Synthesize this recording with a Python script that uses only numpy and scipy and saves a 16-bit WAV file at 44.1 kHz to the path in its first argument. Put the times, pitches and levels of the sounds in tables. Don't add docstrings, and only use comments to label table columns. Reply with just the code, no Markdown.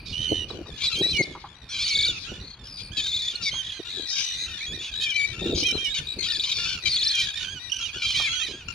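import sys
import numpy as np
from scipy import signal
from scipy.fft import rfft, irfft, next_fast_len
from scipy.io import wavfile
from scipy.ndimage import uniform_filter1d, map_coordinates

SR = 44100
rng = np.random.default_rng(int(sys.argv[2]) if len(sys.argv) > 2 else 0)


def master_out(mix):
    frames = np.transpose(np.atleast_2d(mix))
    ceiling = np.clip(frames, -1, 1)
    pcm = np.round(ceiling * 32767).astype(np.int16)
    wavfile.write(sys.argv[1], SR, pcm)


N = 385434

TOP_HZ = 15750
OVERLAP_S = 0.0027
# (frequency [Hz], gain [dB])
VOICE_COLOUR = [(600, -25), (1100, 2), (1600, -8.5), (1950, -17.5), (2350, 10), (2700, -8), (3200, -6),
                (4300, -5), (5300, 0), (6600, 4), (7800, -12.5), (8900, -5), (11500, -16), (15500, -38)]
# (time [s], level [dB])
WIND_LEVEL = [(0.0, -36), (.45, -40), (1.0, -42.5), (1.7, -48), (2.3, -43), (4.33, -52.5), (4.7, -43),
              (5.18, -46.5), (5.55, -32), (5.82, -45), (7.0, -47), (7.84, -50), (8.28, -42), (8.74, -46)]


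def near_terns():
    return whistles() + nasal_cries() + duets() + warbles() + trills() + squawks()


def whistle(pitch_hz, octave_db, rough, upper_db=-14, slope_db=-2):
    size = len(pitch_hz)
    hz = pitch_hz * (1 + 0.067 * rough * wobble(900, size) + 0.0043 * wobble(136.8, size))
    phase = phase_of(hz)
    tone = np.sin(phase) + amp(octave_db + along(VOICE_COLOUR, 2 * pitch_hz)) * np.sin(2 * phase)
    for k in range(3, min(6, int(TOP_HZ / pitch_hz.mean()) + 1)):
        source_db = octave_db / 2 + upper_db + slope_db * (k - 3)
        tone += amp(source_db + along(VOICE_COLOUR, k * pitch_hz)) * np.sin(k * phase)
    return unit(tone * (1 + 0.81 * rough * wobble(1300, size)))


def whistles():
    # (start [s], end [s], pitch [Hz], slide [ratio], bow [ratio], level [dB], pan [dB])
    notes = [(0.506, 0.514, 3865, 0.0065, .02, -34.5, -5), (0.869, 0.89, 3914, -0.028, 0.016, -23, -6),
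             (0.927, .957, 4000, -.03, .02, -28.5, 3), (1.014, 1.081, 3970, 0.012, -0.029, -24, 1.5),
             (1.086, 1.128, 3984, -.02, 0.036, -26, 3.5), (1.182, 1.219, 2196, -.082, -0.0047, -21, 5),
             (1.905, 2.07, 2263, 0.022, -0.031, -31, 1), (3.356, 3.363, 4150, .079, 0.038, -27.5, -5),
             (3.517, 3.621, 3160, -0.013, 0.048, -30, -6), (4.114, 4.198, 3750, 0.027, 0.0051, -34, -6),
             (4.61, 4.655, 2350, 0.11, 0.023, -36, 6), (4.665, 4.726, 3340, 0.021, 0.02, -35, 0),
             (4.794, 4.828, 3410, 0.039, 0.034, -35.5, 1), (4.846, 4.877, 3350, -0.033, .03, -36.5, -2),
             (5.167, 5.259, 2296, -0.012, -0.001, -22.5, 9), (5.728, 5.781, 3940, -0.019, 0.088, -31, 7),
             (5.898, 5.952, 3750, 0.079, .043, -30.5, -12), (6.516, 6.532, 3700, -0.072, 0.015, -26, -4),
             (7.72, 7.733, 2974, -0.14, -0.013, -23, -19), (7.809, 7.874, 3080, -0.15, 0.074, -30.5, -10),
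             (8.248, 8.289, 2290, -0.2, 0.012, -26.5, 10), (8.29, 8.353, 3330, 0.0036, -0.027, -30.5, -11),
             (8.356, 8.451, 3190, -0.045, .049, -29.5, -20)]
    # (register pitch [Hz], roughness [0-1])
    roughness = [(2300, .02), (3200, .05), (4000, .02)]
    out = np.zeros((2, N))
    for start, end, hz, slide, bow, db, pan_db in notes:
        pitch_hz = bowed(end - start + 2 * OVERLAP_S, hz, slide, bow)
        size = len(pitch_hz)
        pitch_hz *= 1 + 0.0045 * wobble(29.5, size)
        note = whistle(pitch_hz, octave_db=-14.5, rough=along(roughness, hz))
        note *= amp(1.2 * wobble(47, size)) * gate(size, rise_s=0.005, fall_s=0.007)
        add(out, start - OVERLAP_S, amp(db) * unit(note), pan_db)
    return out


def squawk(length_s, first_hz, last_hz, throat_hz, rough, throat_half_width_hz=2020):
    size = int(max(length_s, 0.008) * SR)
    rough = np.clip(rough, 0, 1)
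    pitch_hz = np.linspace(first_hz, last_hz, size) * (1 + 0.22 * length_s * hump(size))
    drift = 0.017 * wobble(39.6, size)
    jitter = 0.0392 * rough * (wobble(501.4, size) + wobble(88.6, size))
    slow = phase_of(pitch_hz * (1 + drift + jitter))
    harmonic = np.floor(throat_hz / first_hz + 0.28)
    slip = rough * wobble(350, size) / 2
    swing = 0.97 * (1 + rough * wobble(900, size) / 2)
    fast = harmonic * slow + swing * np.sin(slow + slip)
    opening = (1 + 1.2 * (1 - 0.7 * rough) * np.cos(slow)) ** 2
    overtones = amp(-13) * np.sin(2 * fast) + amp(-9) * (np.sin(3 * fast) + np.sin(4 * fast))
    voice = unit((np.sin(fast) + overtones) * opening)
    breath = rng.standard_normal(size) * opening
    hiss = unit(filtered(breath, lambda hz: 1 / (1 + 1j * (hz - throat_hz) / 700)))
    source = (voice + rough * amp(-14) * hiss) * amp(2 * rough * wobble(203, size))

    def throat(hz):
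        return amp(along(VOICE_COLOUR, hz)) / np.hypot(1, (hz - throat_hz) / throat_half_width_hz)
    return unit(filtered(source, throat))


def squawks(fade_share=0.38):
    # (start [s], end [s], pitch [Hz], slide [ratio], throat [Hz], level [dB], roughness [-],
    #  swell [s], pan [dB])
    notes = [(.793, 0.882, 545.4, 0.048, 3050, -26.5, 0.7, 0.11, 5),
             (0.846, .87, 560, -0.062, 4200, -33, 0.1, 0.0072, -4),
             (1.221, 1.247, 542, -0.057, 4000, -32.5, 0.54, 0.0044, 0),
             (1.678, 1.792, 790, -0.056, 3024, -33.5, 0.72, .2, 3),
             (1.763, 1.852, 822, 0.05, 3560, -27.5, 0.85, 0.055, 0.5),
             (1.84, 1.957, 736.6, -0.016, 3487, -32, 0.79, 0.026, -9.5),
             (2.087, 2.293, 782, -0.069, 3820, -44, 0.76, .015, 11),
             (2.968, 3.017, 627, 0.014, 3400, -25, 0.22, .004, 4),
             (3.414, 3.512, 755, -.04, 3730, -29, 0.68, 0.037, 2.5),
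             (4.069, 4.272, 765, 0.11, 4700, -30, 0.96, .04, 11.5),
             (4.144, 4.252, 767, -0.074, 2968, -32.5, 1.07, .049, 12),
             (5.0, 5.063, 623, 0.039, 3440, -28.5, .15, 0.029, -5),
             (5.549, 5.647, 766.4, -0.055, 3730, -28, 1.02, .01, 10.5),
             (5.94, 6.006, 736, -0.16, 3580, -28.5, 0.49, .0066, 5),
             (6.213, 6.287, 636, 0.03, 3400, -28.5, 0.59, 0.033, 6),
             (6.484, 6.55, 642, 0, 3450, -28, .75, 0.024, 8),
             (6.527, 6.797, 844, -0.11, 3460, -30.5, 0.86, 0.024, 5.5),
             (6.852, 6.893, 780, 0.006, 3060, -21.5, 0.42, 0.0097, 9),
             (7.15, 7.275, 795, -0.066, 3870, -29.5, 0.68, 0.045, 0),
             (8.014, 8.08, 802, 0.025, 3500, -29.5, 0.44, 0.029, 3.5),
             (8.072, 8.154, 803, -.08, 3370, -29.5, 0.84, 0.015, -0.5),
             (8.135, 8.291, 803, -0.048, 3360, -28.5, 0.87, 0.029, -3)]
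    out = np.zeros((2, N))
    for start, end, hz, slide, throat_hz, db, rough, swell_s, pan_db in notes:
        note = squawk(end - start, hz * (1 - slide / 2), hz * (1 + slide / 2), throat_hz, rough)
        note *= gate(len(note), swell_s, fade_share * (end - start)) ** 1.3
        note *= amp(2 * rough * wobble(110, len(note)))
        add(out, start, amp(db) * unit(note), pan_db)
    return out


def warbles(break_hz=4200, break_width_hz=67, thin_hz=4120, thin_db_per_octave=17):
    notes = [(-24, .12, -9.5, 0.084, 4, 1.5, [(1.838, 4210), (1.852, 4700), (1.868, 4350), (1.883, 4650),
             (1.896, 5900), (1.908, 4400), (1.925, 4270), (1.943, 4660), (1.958, 3830), (1.975, 4620),
             (2.0, 3840), (2.022, 4600), (2.041, 3770), (2.063, 4720), (2.083, 4030), (2.125, 3560)]),
             (-28, 0.14, -7, 0.0032, -3, 2, [(3.01, 3400), (3.06, 3750), (3.076, 3680), (3.1, 3840),
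             (3.128, 3480), (3.155, 3840), (3.175, 3450), (3.205, 3900), (3.222, 3535), (3.275, 3430),
             (3.296, 3545), (3.338, 3000)]), (-28, 0.493, -11.5, 0.038, 4.5, 4, [(6.265, 4750),
             (6.286, 4930), (6.306, 3850), (6.328, 4910), (6.339, 4850), (6.355, 3650), (6.372, 4860),
             (6.386, 4830), (6.402, 3730), (6.424, 4730), (6.447, 3770), (6.471, 4800), (6.492, 3370)]),
             (-24.5, .14, -16, .14, -0.5, 2, [(6.888, 4250), (6.91, 4780), (6.93, 4250), (6.956, 4490),
             (6.979, 3890), (6.992, 4320), (7.01, 4250), (7.025, 3890), (7.035, 4300), (7.047, 5700),
             (7.054, 4250), (7.074, 4240), (7.087, 5800), (7.097, 4220), (7.127, 4310), (7.15, 3940)])]
    out = np.zeros((2, N))
    for db, rough, rasp_db, drop, low_db, pan_db, turns in notes:
        hz = turning(turns)
        size = len(hz)
        low_register = (1 - np.tanh((hz - break_hz) / break_width_hz)) / 2
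        effort_db = low_db * low_register - thin_db_per_octave * np.log2(np.maximum(hz / thin_hz, 1))
        hz *= (1 - drop * low_register) * (1 + (0.006 + 0.04 * rough) * wobble(330, size))
        tone = whistle(hz, octave_db=-16, rough=rough) * amp(effort_db + 2.9 * wobble(129.7, size))
        note = (unit(tone) + amp(rasp_db) * rasp(size)) * gate(size, rise_s=0.006, fall_s=0.044)
        add(out, turns[0][0], amp(db) * unit(note), pan_db)
    return out


def duets():
    notes = [(-24, -26, 0.71, -2.5, 3, [(.955, 3170), (.975, 3137), (1.014, 3240)]),
             (-26, -4, .79, -10, 4, [(1.13, 3196), (1.155, 2937), (1.182, 2890)]),
             (-27.5, 0, .62, 4, 3.4, [(3.455, 3720), (3.5, 3476)]), (-28, -1.5, .77, 7.5, 9, [(5.035, 3143),
             (5.052, 3250), (5.083, 3040), (5.1, 3220), (5.127, 2980), (5.173, 3110)]),
             (-24, -1.5, .775, -11, 9, [(5.63, 2986), (5.665, 3230), (5.7, 3060), (5.724, 3030)]),
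             (-26, -8, .76, -13.5, 9, [(5.776, 3110), (5.81, 3180), (5.838, 3170), (5.872, 2905),
             (5.898, 2960)]), (-23, -6, .76, -0.5, 9.7, [(7.14, 3240), (7.18, 3185), (7.222, 3095)]),
             (-29.5, 6.5, .76, -7, 6, [(8.02, 3130), (8.06, 3110)]),
             (-24, -20, .77, -13, 7.2, [(8.055, 3250), (8.08, 3205), (8.135, 2950)]),
             (-25.5, -5, .75, -30, 11, [(8.145, 3020), (8.185, 3290), (8.25, 3090)])]
    out = np.zeros((2, N))
    for db, lower_db, ratio, upper_pan_db, lower_pan_db, turns in notes:
        hz = turning(turns)
        size = len(hz)
        upper = phase_of(hz * (1 + 0.0058 * wobble(228, size)))
        lower = phase_of(hz * ratio * (1 + 0.0058 * wobble(228, size)))
        sums = np.sin(2 * upper) / 2 + amp(lower_db / 2) * np.sin(upper + lower)
        difference = amp(lower_db / 2) * np.sin(2 * upper - lower)
        tops = np.sin(3 * upper) + np.sin(2 * upper + lower) + np.sin(4 * upper) / 2
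        mixing = amp(-13) * sums + amp(-15) * difference + amp(-31) * tops
        high = np.sin(upper) + mixing * amp(5.1 * wobble(154, size)) + amp(-22) * rasp(size)
        low = amp(lower_db) * np.sin(lower)
        for voice, pan_db in ((high, upper_pan_db), (low, lower_pan_db)):
            envelope = amp(db + 2.9 * wobble(63, size)) * gate(size, rise_s=0.0025, fall_s=0.0048)
            add(out, turns[0][0], voice * envelope, pan_db)
    return out


def trills(chirp_per_s=7.1, depth=0.8, swell_db=5):
    # (start [s], end [s], pitch [Hz], slide [ratio], level [dB], pan [dB], pulse rate [Hz],
    #  octave before voice colour [dB], roughness [0-1])
    notes = [(.128, 0.449, 2956, -.02, -29, -9, 80, -19.5, 0.06),
             (2.408, 2.554, 4230, 0, -44.5, 4.5, 37, -34, 0.44),
             (2.639, 2.895, 4780, -.14, -42.5, 3, 67, -6, 0.5),
             (3.638, 3.756, 3310, -.02, -36, -3, 37, -23, 0.46),
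             (3.856, 4.112, 3860, .03, -35, 10.5, 86, -11, 0.48),
             (4.161, 4.362, 2903, 0, -36.5, -1.5, 52, 1, .3),
             (4.186, 4.393, 3750, -.04, -34.5, 16, 85, -10, 0.42),
             (4.389, 4.467, 3880, 0, -33, 11, 83, -13, 0.25),
             (4.926, 5.038, 3800, .03, -32.5, 13, 83, -17, 0.1),
             (5.393, 5.582, 3685, 0, -34.5, 7, 73, -15, 0.3),
             (5.541, 5.643, 3126, -.12, -35.5, -2, 33, -6, 0.42),
             (6.067, 6.146, 3810, .02, -32, 7, 56, -9, 0.17),
             (7.183, 7.344, 3770, -.02, -37.5, 2, 67, -21, 0.17),
             (7.693, 7.819, 2844, 0, -35.5, -6.5, 42.5, -5, 0.37)]
    out = np.zeros((2, N))
    for start, end, hz, slide, db, pan_db, rate_hz, octave_db, rough in notes:
        pitch_hz = bowed(end - start + 2 * OVERLAP_S, hz, slide, bow=0.0297)
        size = len(pitch_hz)
        beat = phase_of(rate_hz * (1 + (0.052 + rough / 5) * wobble(41.2, size)))
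        chirp = chirp_per_s / (2 * np.pi * rate_hz) * np.sin(beat)
        pitch_hz *= 1 + chirp + 0.012 * wobble(18, size)
        note = whistle(pitch_hz, octave_db, rough) + rough * amp(-7) * rasp(size)
        note *= 1 - depth * (1 - rough / 2) * np.cos(beat)
        note *= amp(swell_db * hump(size)) * gate(size, rise_s=0.01, fall_s=0.014)
        add(out, start - OVERLAP_S, amp(db) * unit(note), pan_db)
    return out


def rasp(size, uneven_db=4):
    # (frequency [Hz], density [dB])
    spectrum = [(900, -47), (1900, -20), (2450, 4), (2800, -29), (3500, 10), (4700, 5.5), (5700, -7),
                (6700, 1), (7900, -27), (9200, -15), (11000, -16.5), (12500, -52), (15500, -24)]
    return unit(noise(spectrum, size) * amp(uneven_db * wobble(264, size)))


def nasal_cries(harmonics_db=(-8, -18, 1, 7, -22, -8.5)):
    # (start [s], end [s], pitch [Hz], slide [ratio], level [dB], pan [dB])
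    notes = [(1.691, 1.742, 1425, 0.078, -41.5, 1), (4.368, 4.477, 1590, 0.0036, -43, -4.5),
             (4.491, 4.56, 1470, -0.128, -56, 14), (8.358, 8.413, 1460, -.04, -41, -5)]
    out = np.zeros((2, N))
    for start, end, hz, slide, db, pan_db in notes:
        pitch_hz = bowed(end - start + 2 * OVERLAP_S, hz, slide, bow=0.079)
        phase = phase_of(pitch_hz * (1 + 0.0043 * wobble(180, len(pitch_hz))))
        note = sum(amp(partial_db) * np.sin(k * phase) for k, partial_db in enumerate(harmonics_db, 1))
        note *= gate(len(note), rise_s=0.01, fall_s=0.026)
        add(out, start - OVERLAP_S, amp(db) * unit(note), pan_db)
    return out


def flock(count=190, calls_db=-2.5, blur_db=-12, fall_ratio=0.9, cutoff_hz=8200):
    # (frequency [Hz], density [dB])
    chatter = [(500, -76), (900, -65), (1550, -4.5), (2000, -32), (2420, 13.5), (2850, -9), (3600, -7),
               (4600, 5.5), (5500, -17), (6700, -25), (7800, -55), (9000, -14.5), (11500, -25),
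               (15500, -34)]
    out = np.zeros((2, N))
    calls = rng.uniform([0.05, 0.05, 1300, -21.5, 0, -0.08, -0.12, 0.1, 0],
                        [8.7, 0.14, 2150, 28, 1, 0.08, 0.0393, 0.38, 12.9], (count, 9))
    for start, length_s, hz, pan_db, kind, slide, scoop, rough, distance_db in calls:
        if kind < 0.22:
            note = squawk(length_s, hz / 2, hz / 2 * (fall_ratio + slide), throat_hz=3543, rough=0.763)
        else:
            pitch_hz = glide(length_s, hz * np.array([1 + scoop, 1, fall_ratio + slide]))
            pitch_hz *= 1 + 0.01713 * wobble(60.4, len(pitch_hz))
            note = whistle(pitch_hz, octave_db=16.5, rough=rough, upper_db=-10, slope_db=-0.5)
        size = len(note)
        note = unit(note * amp(2 * wobble(70, size)))
        if kind > 0.5:
            note *= pulsing(size, rate_hz=rng.uniform(41.8, 84.7), depth=rng.uniform(0.68, 1.0))
        add(out, start, amp(-distance_db) * note * gate(size, rise_s=0.011, fall_s=0.026), pan_db)
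    out = filtered(out, lambda hz: 1 / np.sqrt(1 + (hz / cutoff_hz) ** 4))
    running_rms = np.sqrt(np.abs(uniform_filter1d(np.mean(out ** 2, 0), SR // 10)) + 0.0077)
    levelled = unit(out / running_rms)
    blur = unit((noise(chatter, (2, N)) + noise(chatter, N)) * amp(2 * wobble(110, N)))
    return amp(calls_db) * levelled + amp(blur_db) * blur


def pulsing(size, rate_hz, depth):
    beat = phase_of(rate_hz * (1 + 0.039 * wobble(38, size)))
    return unit(1 - depth * np.cos(beat))


def excitement(near, answer_db=-14, spread_s=0.074):
    # (time [s], level [dB])
    swell = [(0.0, -35.5), (0.65, -45.5), (1.0, -26.5), (1.3, -47), (1.58, -50), (2.25, -34.5),
             (2.57, -52.5), (2.8, -38.5), (3.95, -38), (4.4, -33), (4.92, -35), (5.2, -34.5), (5.8, -39.5),
             (6.2, -30), (6.8, -31), (7.45, -29.5), (7.58, -37), (8.45, -28.5), (8.62, -45), (8.74, -29)]
    window = signal.windows.hann(int(2 * spread_s * SR))
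    near_power = np.abs(signal.fftconvolve(np.mean(near ** 2, 0), window / window.sum(), 'same'))
    return np.sqrt(amp(curve(swell)) ** 2 + amp(answer_db) ** 2 * near_power)


def splashes(gain_db=-9, plop_hz=1050, width_hz=230, t60_s=0.098):
    # (time [s], level [dB])
    dives = [(0.503, -25.5), (0.66, -33), (1.353, -26.5), (1.443, -23.5), (3.541, -29), (5.751, -30.5),
             (8.2, -21.5)]
    out = np.zeros((2, N))
    t = np.arange(SR // 8) / SR
    for start, db in dives:
        white = rng.standard_normal(len(t))
        plop = unit(filtered(white, lambda hz: 1 / (1 + 1j * (hz - plop_hz) / width_hz) ** 2))
        envelope = amp(db + gain_db - 60 * t / t60_s) * gate(len(t), rise_s=0.0043, fall_s=0.01)
        add(out, start - 0.003, plop * envelope, pan_db=0)
    return out


def wind_rumble(gain_db=-1):
    # (frequency [Hz], density [dB])
    spectrum = [(15, -21), (30, -1.5), (55, 4), (110, 2), (220, -8.5), (400, -14.5), (700, -26.5),
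                (1500, -61)]
    return amp(curve(WIND_LEVEL) + gain_db) * unit(noise(spectrum, N) * amp(4.9 * wobble(25, N)))


def wind_thumps(gain_db=-8, swirl_db=-13, life_s=0.01, apart_db=-9, small_count=22):
    # (time [s], level [dB])
    big_eddies = [(0.315, -18.5), (0.439, -31), (0.544, -24.5), (0.59, -21.5), (1.017, -17.5),
                  (1.058, -31.5), (1.196, -15), (1.318, -26.5), (2.083, -31.5), (2.319, -26),
                  (2.979, -34.5), (3.989, -32), (4.717, -32), (5.421, -22), (5.458, -21.5), (5.497, -33),
                  (5.518, -17), (5.557, -22.5), (5.629, -23.5), (5.744, -18), (6.172, -24.5)]
    # (frequency [Hz], density [dB])
    spectrum = [(30, -40), (120, -4), (250, -0.5), (370, 6), (560, -6.5), (800, -17), (1500, -52)]
    small_s = rng.uniform(0, N / SR, small_count)
    small_db = np.interp(small_s, *np.transpose(WIND_LEVEL)) + 11 - 3 * rng.exponential(size=small_count)
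    t = np.arange(N) / SR
    bursts = np.zeros(N)
    for start, db in big_eddies + list(zip(small_s, small_db)):
        age = (t - start) / life_s
        active = np.abs(age) < 20
        blow = np.exp(-np.maximum(age[active] - 0.5, -3 * age[active]).clip(0))
        swirl = amp(swirl_db) * np.exp(-np.abs(age[active] - 1) / 5)
        bursts[active] += amp(db + gain_db) * (blow + swirl)
    turbulence = noise(spectrum, N) + amp(apart_db) * noise(spectrum, (2, N))
    return bursts * unit(turbulence * amp(6.2 * wobble(90, N)))


def echo(x, t60_s=0.64):
    t = np.arange(SR // 2) / SR
    tail = rng.standard_normal((2, len(t))) * amp(-60 * t / t60_s) * (t > 0.004)
    return signal.fftconvolve(x, tail / np.linalg.norm(tail[0]), axes=1)[:, :N]


def marsh_air():
    # (frequency [Hz], density [dB])
    spectrum = [(60, -34), (300, -14.5), (1000, -4.5), (3000, -10), (7000, -50), (15000, -62)]
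    return unit(noise(spectrum, N) + 0.15 * noise(spectrum, (2, N)))


def glide(length_s, pitches_hz):
    position = np.linspace(0, 1, int(max(length_s, 0.008) * SR))
    return np.polyval(np.polyfit([0, 0.5, 1], pitches_hz, 2), position)


def bowed(length_s, hz, slide, bow):
    return glide(length_s, hz * np.array([1 - slide / 2 - bow / 2, 1 + bow / 2, 1 + slide / 2 - bow / 2]))


def turning(turns):
    times, pitches = np.transpose(turns)
    index = np.arange(len(times))
    step = np.interp(np.arange(times[0], times[-1], 1 / SR), np.sort(times), index)
    eased = np.floor(step) + np.sin(np.pi / 2 * (step % 1)) ** 2
    return np.interp(eased, index, pitches)


def amp(db):
    return 10 ** (np.asarray(db) / 20)


def unit(x):
    return x / np.sqrt(np.mean(x ** 2) + 1e-20)


def phase_of(hz):
    return 2 * np.pi * np.cumsum(hz) / SR


def hump(size):
    return np.sin(np.linspace(0, np.pi, size))


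def along(points, hz):
    knots_hz, values = np.transpose(points)
    return np.interp(np.log(np.abs(hz) + 1), np.log(knots_hz + 1), values)


def curve(points):
    return np.interp(np.arange(N) / SR, *np.transpose(points))


def wobble(rate_hz, size):
    knots = rng.standard_normal(int(size * rate_hz / SR) + 4)
    return map_coordinates(knots, [np.arange(size) * rate_hz / SR])


def filtered(x, response):
    size = x.shape[-1]
    padded = next_fast_len(size + 2048)
    return irfft(rfft(x, padded) * response(np.fft.rfftfreq(padded, 1 / SR)), padded)[..., :size]


def noise(spectrum, shape):
    return unit(filtered(rng.standard_normal(shape), lambda hz: amp(along(spectrum, hz))))


def gate(size, rise_s, fall_s):
    t = np.arange(size) / SR
    opening = np.sin(np.pi / 2 * np.minimum(t / rise_s, 1))
    return opening * np.sin(np.pi / 2 * np.minimum(t[::-1] / fall_s, 1))


def add(out, start_s, x, pan_db):
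    side = np.array([[0.5], [-0.5]])
    lead_s = (pan_db / 6 + 1) / SR
    pair = filtered(x, lambda hz: unit(amp(side * pan_db)) * np.exp(2j * np.pi * hz * side * lead_s))
    i = int(np.clip(round(start_s * SR), 0, N - 1))
    out[:, i:i + len(x)] += pair[:, :N - i]


def scene(echo_db=-14.5, marsh_db=-58):
    near = near_terns()
    birds = near + excitement(near) * flock() + splashes()
    return birds + amp(echo_db) * echo(birds) + wind_rumble() + wind_thumps() + amp(marsh_db) * marsh_air()


def record(dry):
    return filtered(dry, lambda hz: hz < TOP_HZ)


dry = scene()
out = record(dry)
master_out(out)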